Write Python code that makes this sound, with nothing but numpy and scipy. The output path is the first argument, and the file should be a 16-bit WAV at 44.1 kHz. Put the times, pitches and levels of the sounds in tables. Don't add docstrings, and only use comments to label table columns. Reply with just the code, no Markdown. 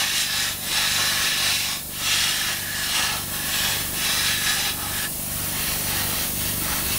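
import sys
import numpy as np
from scipy import signal
from scipy.fft import rfft, irfft, next_fast_len
from scipy.io import wavfile
from scipy.ndimage import uniform_filter1d, map_coordinates

SR = 44100
rng = np.random.default_rng(int(sys.argv[2]) if len(sys.argv) > 2 else 0)


def dump_mix(stems):
    frames = np.atleast_2d(stems).T
    limited = np.clip(frames, -1, 1)
    pcm = np.round(limited * 32767).astype(np.int16)
    wavfile.write(sys.argv[1], SR, pcm)


def gain_from_decibels(decibels):
    exponent = np.asarray(decibels, float) / 20
    return 10 ** exponent


N = 307818

# (time [s], level [dB])
CAMERA_GAIN = [(0, -4.5), (1.2, -1), (1.7, -3.5), (2.6, -2), (3.0, -2), (3.5, 1), (4.0, 1), (4.8, -0.5),
               (5.7, 3.5), (6.98, 4)]
# (time [s], pose [0 front, 1 aside, 2 turned over])
RACK_POSE = [
    (0, 0),
    (1.8, 0),
    (1.95, 1),
    (3.85, 1),
    (3.97, 0),
    (4.75, 0),
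    (5.1, 1),
    (5.3, 2),
    (7, 2),
]

# (multiple of the shaft rate [-], level [dB])
STROKE_ORDERS = [(1, -52.3), (2, -53), (3, -51), (4, -46.5), (6, -45), (7, -49.5), (8, -47.5), (9, -56.5),
                 (10, -48.5), (12, -59), (13, -57.5), (14, -60.5), (18, -61), (23, -58.5), (24, -60),
                 (26, -59), (27, -62.5)]
# (frequency [Hz], level [dB], start angle [rad])
HUM_TONES = [
    (99.96, -47.5, .25),
    (199.93, -60, -2.1),
    (66.55, -53, -.9),
]
# (frequency [Hz], level [dB])
RUMBLE_COLOUR = [(8, -35), (18, -6), (36, -3), (52, 1), (72, 2.5), (86, -8), (125, -6.5), (200, -7.5),
                 (262, -6), (310, -3.5), (420, -8.5), (490, -11), (620, -8), (980, -11), (1900, -23)]

# (frequency [Hz], level [dB])
NOZZLE_COLOUR = [(600, -50), (1000, -24), (2200, -32), (4300, -12), (5600, -13), (7400, -10), (8500, -7.5),
                 (10000, -3.5), (11500, -5), (12800, -6), (13700, -4.5), (15000, -3.5), (16000, -5.5)]
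# (frequency [Hz], level [dB])
NOZZLE_TURNED_COLOUR = [(600, -50), (1000, -24), (2200, -16), (4300, -12), (5600, -11), (7800, -10),
                        (8600, -7), (9900, -3.5), (11500, -5), (12900, -6.5), (14000, -3.5), (14800, -4),
                        (16000, -1)]

# (frequency [Hz], level [dB])
ROAR_COLOUR = [(1200, -31), (2000, -9), (3000, -7), (4200, -12), (5600, -12.5), (6500, -16.5), (9000, -26)]
# (frequency [Hz], width [Hz], level [dB])
RACK_FRONT = [(2340, 110, -6.5), (2790, 280, -3.5), (3380, 190, -2.5), (3610, 91, -2.5), (3900, 360, 0.5),
              (4040, 99, 3.5), (4470, 220, -8), (5040, 210, -2.5), (5460, 250, -2), (6040, 270, -1.5)]
# (frequency [Hz], width [Hz], level [dB])
RACK_ASIDE = [(2250, 100, -18), (2840, 230, -3.5), (3340, 240, -4), (3650, 190, -4), (4070, 260, -1.5),
              (4200, 120, -5.5), (4950, 300, -30), (5620, 490, -4), (5800, 180, -10)]
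# (frequency [Hz], width [Hz], level [dB])
RACK_TURNED = [(2180, 140, -4.5), (2700, 92, -2), (3170, 210, -8.5), (4240, 680, -1), (5800, 450, -3.5)]
# (frequency [Hz], width [Hz], level [dB])
HOLLOW = [(1710, 100, 1.5), (1810, 110, -7.5), (1860, 75, -1.5), (1543, 100, -7.5)]
# (frequency [Hz], width [Hz], level [dB])
HOLLOW_TURNED = [(1860, 110, -2), (1660, 140, -6), (1470, 110, -11)]
# (frequency [Hz], width [Hz], level [dB])
LOW_PEAKS = [(826, 237, -3), (1089, 45, -0.5), (1306, 165, -1)]
# (frequency [Hz], width [Hz], level [dB])
FIZZ_PEAKS = [(5180, 270, 1.5), (6130, 300, 0.5), (6740, 130, 2), (7150, 310, 1), (7820, 310, -1),
              (8400, 450, 0.5), (9400, 1100, -1), (10130, 250, -1), (11400, 440, -5)]
# (frequency [Hz], width [Hz], level [dB])
FIZZ_TURNED_PEAKS = [(5800, 630, -1.5), (6540, 300, 0), (7200, 500, -6.5), (8900, 1100, -2)]
# (centre [s], length [s], roar [dB], hollow [dB], low edge [dB])
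PASSES_UPRIGHT = [(-0.06, 0.45, -22.5, -6, -13), (.196, .15, -22.5, -11.5, -20),
                  (0.402, 0.23, -23.5, -7, -13.5), (0.826, .27, -22, -9.5, -11),
                  (1.095, 0.41, -23, -6, -11.5), (1.292, 0.17, -23.5, -6.5, -19),
                  (1.485, 0.23, -21.5, -11, -15), (1.673, .18, -25, -11, -11.5),
                  (2.192, .31, -21, -11, -12), (2.466, 0.26, -25.5, -5, -12), (2.772, 0.2, -29.5, 0, -12),
                  (2.964, 0.23, -24, -8, -11), (3.08, 0.26, -27, -7.5, -7), (3.387, 0.19, -33.5, -6, -5.5),
                  (3.634, .32, -24, -5.5, -9.5), (3.818, 0.14, -34.5, -5, -6), (4.084, .2, -23.5, -7, -11),
                  (4.27, .22, -22.5, -5, -12.5), (4.487, .14, -23, -5, -12.5),
                  (4.623, 0.15, -24, -7.5, -11), (4.689, 0.074, -28.5, -9, -10)]
# (centre [s], length [s], roar [dB], hollow [dB], low edge [dB])
PASSES_OVER = [(4.87, 0.24, -34, -5, -1.5), (4.98, 0.099, -30, -2, -8), (5.045, 0.053, -29.5, -2, -7),
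               (5.13, 0.13, -41, -14, -15), (5.43, 0.31, -37.5, -5.5, -5.5), (5.66, 0.28, -30, -5.5, -9),
               (5.96, .22, -29, -4.5, -7), (6.14, 0.17, -32, -8, -6.5), (6.215, 0.12, -29.5, -6, -6.5),
               (6.46, 0.18, -32, -7, -10), (6.73, 0.25, -30.5, -5, -6), (6.93, 0.12, -29, -5.5, -7)]

NOTCH_HZ = [920, 1035, 1190, 1380, 1590, 1835, 2110, 2360, 2780, 2990, 3080, 3270, 3500, 3560, 3790, 3930,
            4130, 4340, 4560, 4660, 4800, 5000, 5220, 5800, 6400]
NOTCH_DB = [-7, -6.5, 0, -5, -8, -8.5, -0.5, -1.5, -10, -9.5, -5, -6.5, -10.5, -4, -6, 1, -13, 3, -1.5, 1,
            1, 0, -2.5, -9, 3]
# (time [s], low end [Hz], width [Hz])
SIDE_PATCHES = [(0.1, 6300, 1300), (0.1, 12400, 1400), (0.123, 9600, 1400), (1.214, 9600, 1400),
                (2.05, 5600, 2000), (2.05, 9600, 2800), (2.12, 4200, 1100), (2.12, 12400, 1500),
                (2.236, 8300, 1400), (2.305, 4600, 2300), (2.979, 10300, 1400), (3.327, 9000, 1400),
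                (3.652, 13100, 2600), (3.815, 5100, 3900), (4.163, 9600, 1400), (4.581, 7700, 3300),
                (4.86, 9600, 1500), (4.999, 13100, 2100), (5.278, 9600, 1500), (5.324, 13800, 1900),
                (5.672, 11700, 1400), (5.765, 11000, 2100), (5.905, 11000, 2200), (6.299, 13800, 1900),
                (6.555, 9600, 1400), (6.648, 9000, 1300), (6.717, 7600, 2000), (6.717, 11000, 1400),
                (6.926, 9600, 1400), (6.926, 14500, 1200)]

SHAFT_HZ, FIRST_STROKE_S = 24.535, .0205
MACHINES_DB, HISS_DB, MIST_DB = 0.3, -30.5, -47.5
MIST_HOLLOW_DB, MIST_LOW_DB = -14, -16
FLANK_DB = 6
FULL_HIT_DB = -24
FIZZ_DB, FIZZ_GROWS = -7.5, 0.9
PATCH, PATCH_OFFSET = 1024, 295
SIDE_DB = -3
TOP_HZ = 15730


def unit(x):
    return x / np.sqrt(np.mean(x ** 2) + 1e-20)


def curves(rows):
    times, *columns = np.transpose(rows)
    return [np.interp(np.arange(N) / SR, times, column) for column in columns]


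def along(points, hz):
    f, db = np.transpose(points)
    return gain_from_decibels(np.interp(np.log(hz + 1), np.log(f + 1), db, left=-120, right=-120))


def peaks(modes, hz):
    return np.sqrt(sum(gain_from_decibels(2 * db) / (1 + (2 * (hz - c) / w) ** 2) for c, w, db in modes))


def wobble(rate):
    points = rng.standard_normal(int(N * rate / SR) + 4)
    return map_coordinates(points, [np.arange(N) * rate / SR], order=1)


def filtered(x, gain):
    m = next_fast_len(N + 8192)
    return irfft(rfft(x, m) * gain(np.fft.rfftfreq(m, 1 / SR)), m)[..., :N]


def rush(gain, echo_db, narrow=4, long=9):
    noise = signal.stft(rng.standard_normal(N + 4096), nperseg=2048)[2]
    echo = rng.standard_normal(noise.shape) + 1j * rng.standard_normal(noise.shape)
    for _ in range(2):
        echo = uniform_filter1d(echo, size=int(narrow), axis=0)
        echo = uniform_filter1d(echo, size=int(long), axis=1)
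    path = abs(1 + gain_from_decibels(echo_db) * echo / np.std(echo))
    air = signal.istft(noise * path, nperseg=2048)[1][:N]
    return unit(filtered(air, gain))


def posed(*layers):
    pose = np.maximum(curves(RACK_POSE)[0] - (3 - len(layers)), 0)
    return sum(np.sqrt(np.clip(1 - abs(pose - k), 0, 1)) * x for k, x in enumerate(layers))


def machines():
    t = np.arange(N) / SR
    turn = 2 * np.pi * SHAFT_HZ * (t - FIRST_STROKE_S)

    def lag(hz):
        return .6 + 1.4 / (1 + ((hz - 167) / 13) ** 2)

    thud = sum(gain_from_decibels(db + .4 * wobble(2)) * np.cos(k * turn - lag(k * SHAFT_HZ)) for k, db in STROKE_ORDERS)
    hum = sum(gain_from_decibels(db) * np.cos(2 * np.pi * hz * t + angle) for hz, db, angle in HUM_TONES)
    puff = gain_from_decibels(0.48 * np.cos(turn))
    air = rush(lambda hz: along(RUMBLE_COLOUR, hz), echo_db=-12.5, narrow=2.5, long=8.5)
    rumble = gain_from_decibels(-41.5) * puff * air
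    return gain_from_decibels(curves(CAMERA_GAIN)[0] + MACHINES_DB) * (gain_from_decibels(2.5) * (thud + hum) + rumble)


def nozzle():
    def hiss(points):
        return rush(lambda hz: along(points, hz), echo_db=-10, narrow=5, long=10)

    level_db = curves(CAMERA_GAIN)[0] + HISS_DB + 0.59 * wobble(30)
    return gain_from_decibels(level_db) * posed(hiss(NOZZLE_COLOUR), hiss(NOZZLE_TURNED_COLOUR))


def passes():
    centre, length, roar_db, hollow_db, low_db = np.transpose(PASSES_UPRIGHT + PASSES_OVER)[..., None]
    t = np.arange(0, N / SR + .01, .005)
    bells = gain_from_decibels(2 * (roar_db - FLANK_DB * (2 * (t - centre) / length) ** 2))
    mist = gain_from_decibels(2 * (MIST_DB + np.interp(t, *np.transpose(CAMERA_GAIN))))
    power = bells.sum(axis=0) + mist

    def share(part_db, mist_db):
        part = (gain_from_decibels(2 * part_db) * bells).sum(axis=0) + gain_from_decibels(2 * mist_db) * mist
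        return 10 * np.log10(part / power)

    hollow = share(hollow_db, MIST_HOLLOW_DB)
    low = share(low_db, MIST_LOW_DB)
    return curves(np.transpose([t, 10 * np.log10(power), hollow, low]))


def strike():
    roar_db, hollow_db, low_db = passes()
    low_db = low_db + 2.4 * wobble(12)
    hollow_db = hollow_db + 0.9 * wobble(15)
    fizz_db = FIZZ_DB + (FIZZ_GROWS - 1) * (roar_db - FULL_HIT_DB) + 1.7 * wobble(9.7)

    def body(modes):
        def colour(hz):
            return along(ROAR_COLOUR, hz) * np.hypot(gain_from_decibels(-9.5), peaks(modes, hz))
        return rush(colour, echo_db=-9.5, narrow=4.5, long=6.5)

    def steep(modes, echo_db):
        return rush(lambda hz: peaks(modes, hz) ** 1.16, echo_db, narrow=4.5, long=8.5)

    layers = posed(body(RACK_FRONT), body(RACK_ASIDE), body(RACK_TURNED))
    layers += gain_from_decibels(hollow_db) * posed(steep(HOLLOW, echo_db=-13), steep(HOLLOW_TURNED, echo_db=-9))
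    layers += gain_from_decibels(low_db) * steep(LOW_PEAKS, echo_db=-9.5)
    layers += gain_from_decibels(fizz_db) * posed(steep(FIZZ_PEAKS, echo_db=-2.5), steep(FIZZ_TURNED_PEAKS, echo_db=-5))
    eddies = gain_from_decibels(0.59 * wobble(18) + 0.51 * wobble(70) + 0.18 * wobble(400))
    return gain_from_decibels(roar_db) * layers * unit(eddies)


def scene():
    def notches(hz):
        return sum(db / (1 + ((hz - c) / (12 + 0.0018 * c)) ** 2) for c, db in zip(NOTCH_HZ, NOTCH_DB))

    spray = nozzle() + strike()
    turned = np.clip(curves(RACK_POSE)[0] - 1, 0, 1)
    before = filtered(spray, lambda hz: gain_from_decibels(notches(hz)))
    after = filtered(spray, lambda hz: gain_from_decibels(notches(hz) * (hz < 2200)))
    return np.tile((1 - turned) * before + turned * after + machines(), (2, 1))


def side_noise(x):
    side = np.zeros(N + 2 * PATCH)
    fade = signal.windows.kaiser_bessel_derived(2 * PATCH, 4 * np.pi)
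    place = np.arange(2 * PATCH) + (1 + PATCH) / 2
    for s, low_hz, width_hz in SIDE_PATCHES:
        ends = np.round(np.array([low_hz, low_hz + width_hz]) * 2 * PATCH / SR)
        lines = np.arange(*ends) + .5
        waves = np.cos(np.pi / PATCH * np.outer(lines, place))
        start = PATCH_OFFSET + PATCH * (round((s * SR - PATCH_OFFSET) / PATCH) - 1)
        here = slice(start, start + 2 * PATCH)
        size = np.std(waves @ (fade * x[here])) * 2 / PATCH
        side[here] += gain_from_decibels(SIDE_DB) * size * fade * (rng.standard_normal(len(lines)) @ waves)
    return np.outer([1, -1], side[:N])


def band_limit(x):
    return signal.sosfilt(signal.butter(12, 16930, fs=SR, output="sos"), x)


def record(dry):
    mix = filtered(dry, lambda hz: hz < TOP_HZ) + side_noise(dry[0])
    return band_limit(mix)


dry = scene()
out = record(dry)
dump_mix(out)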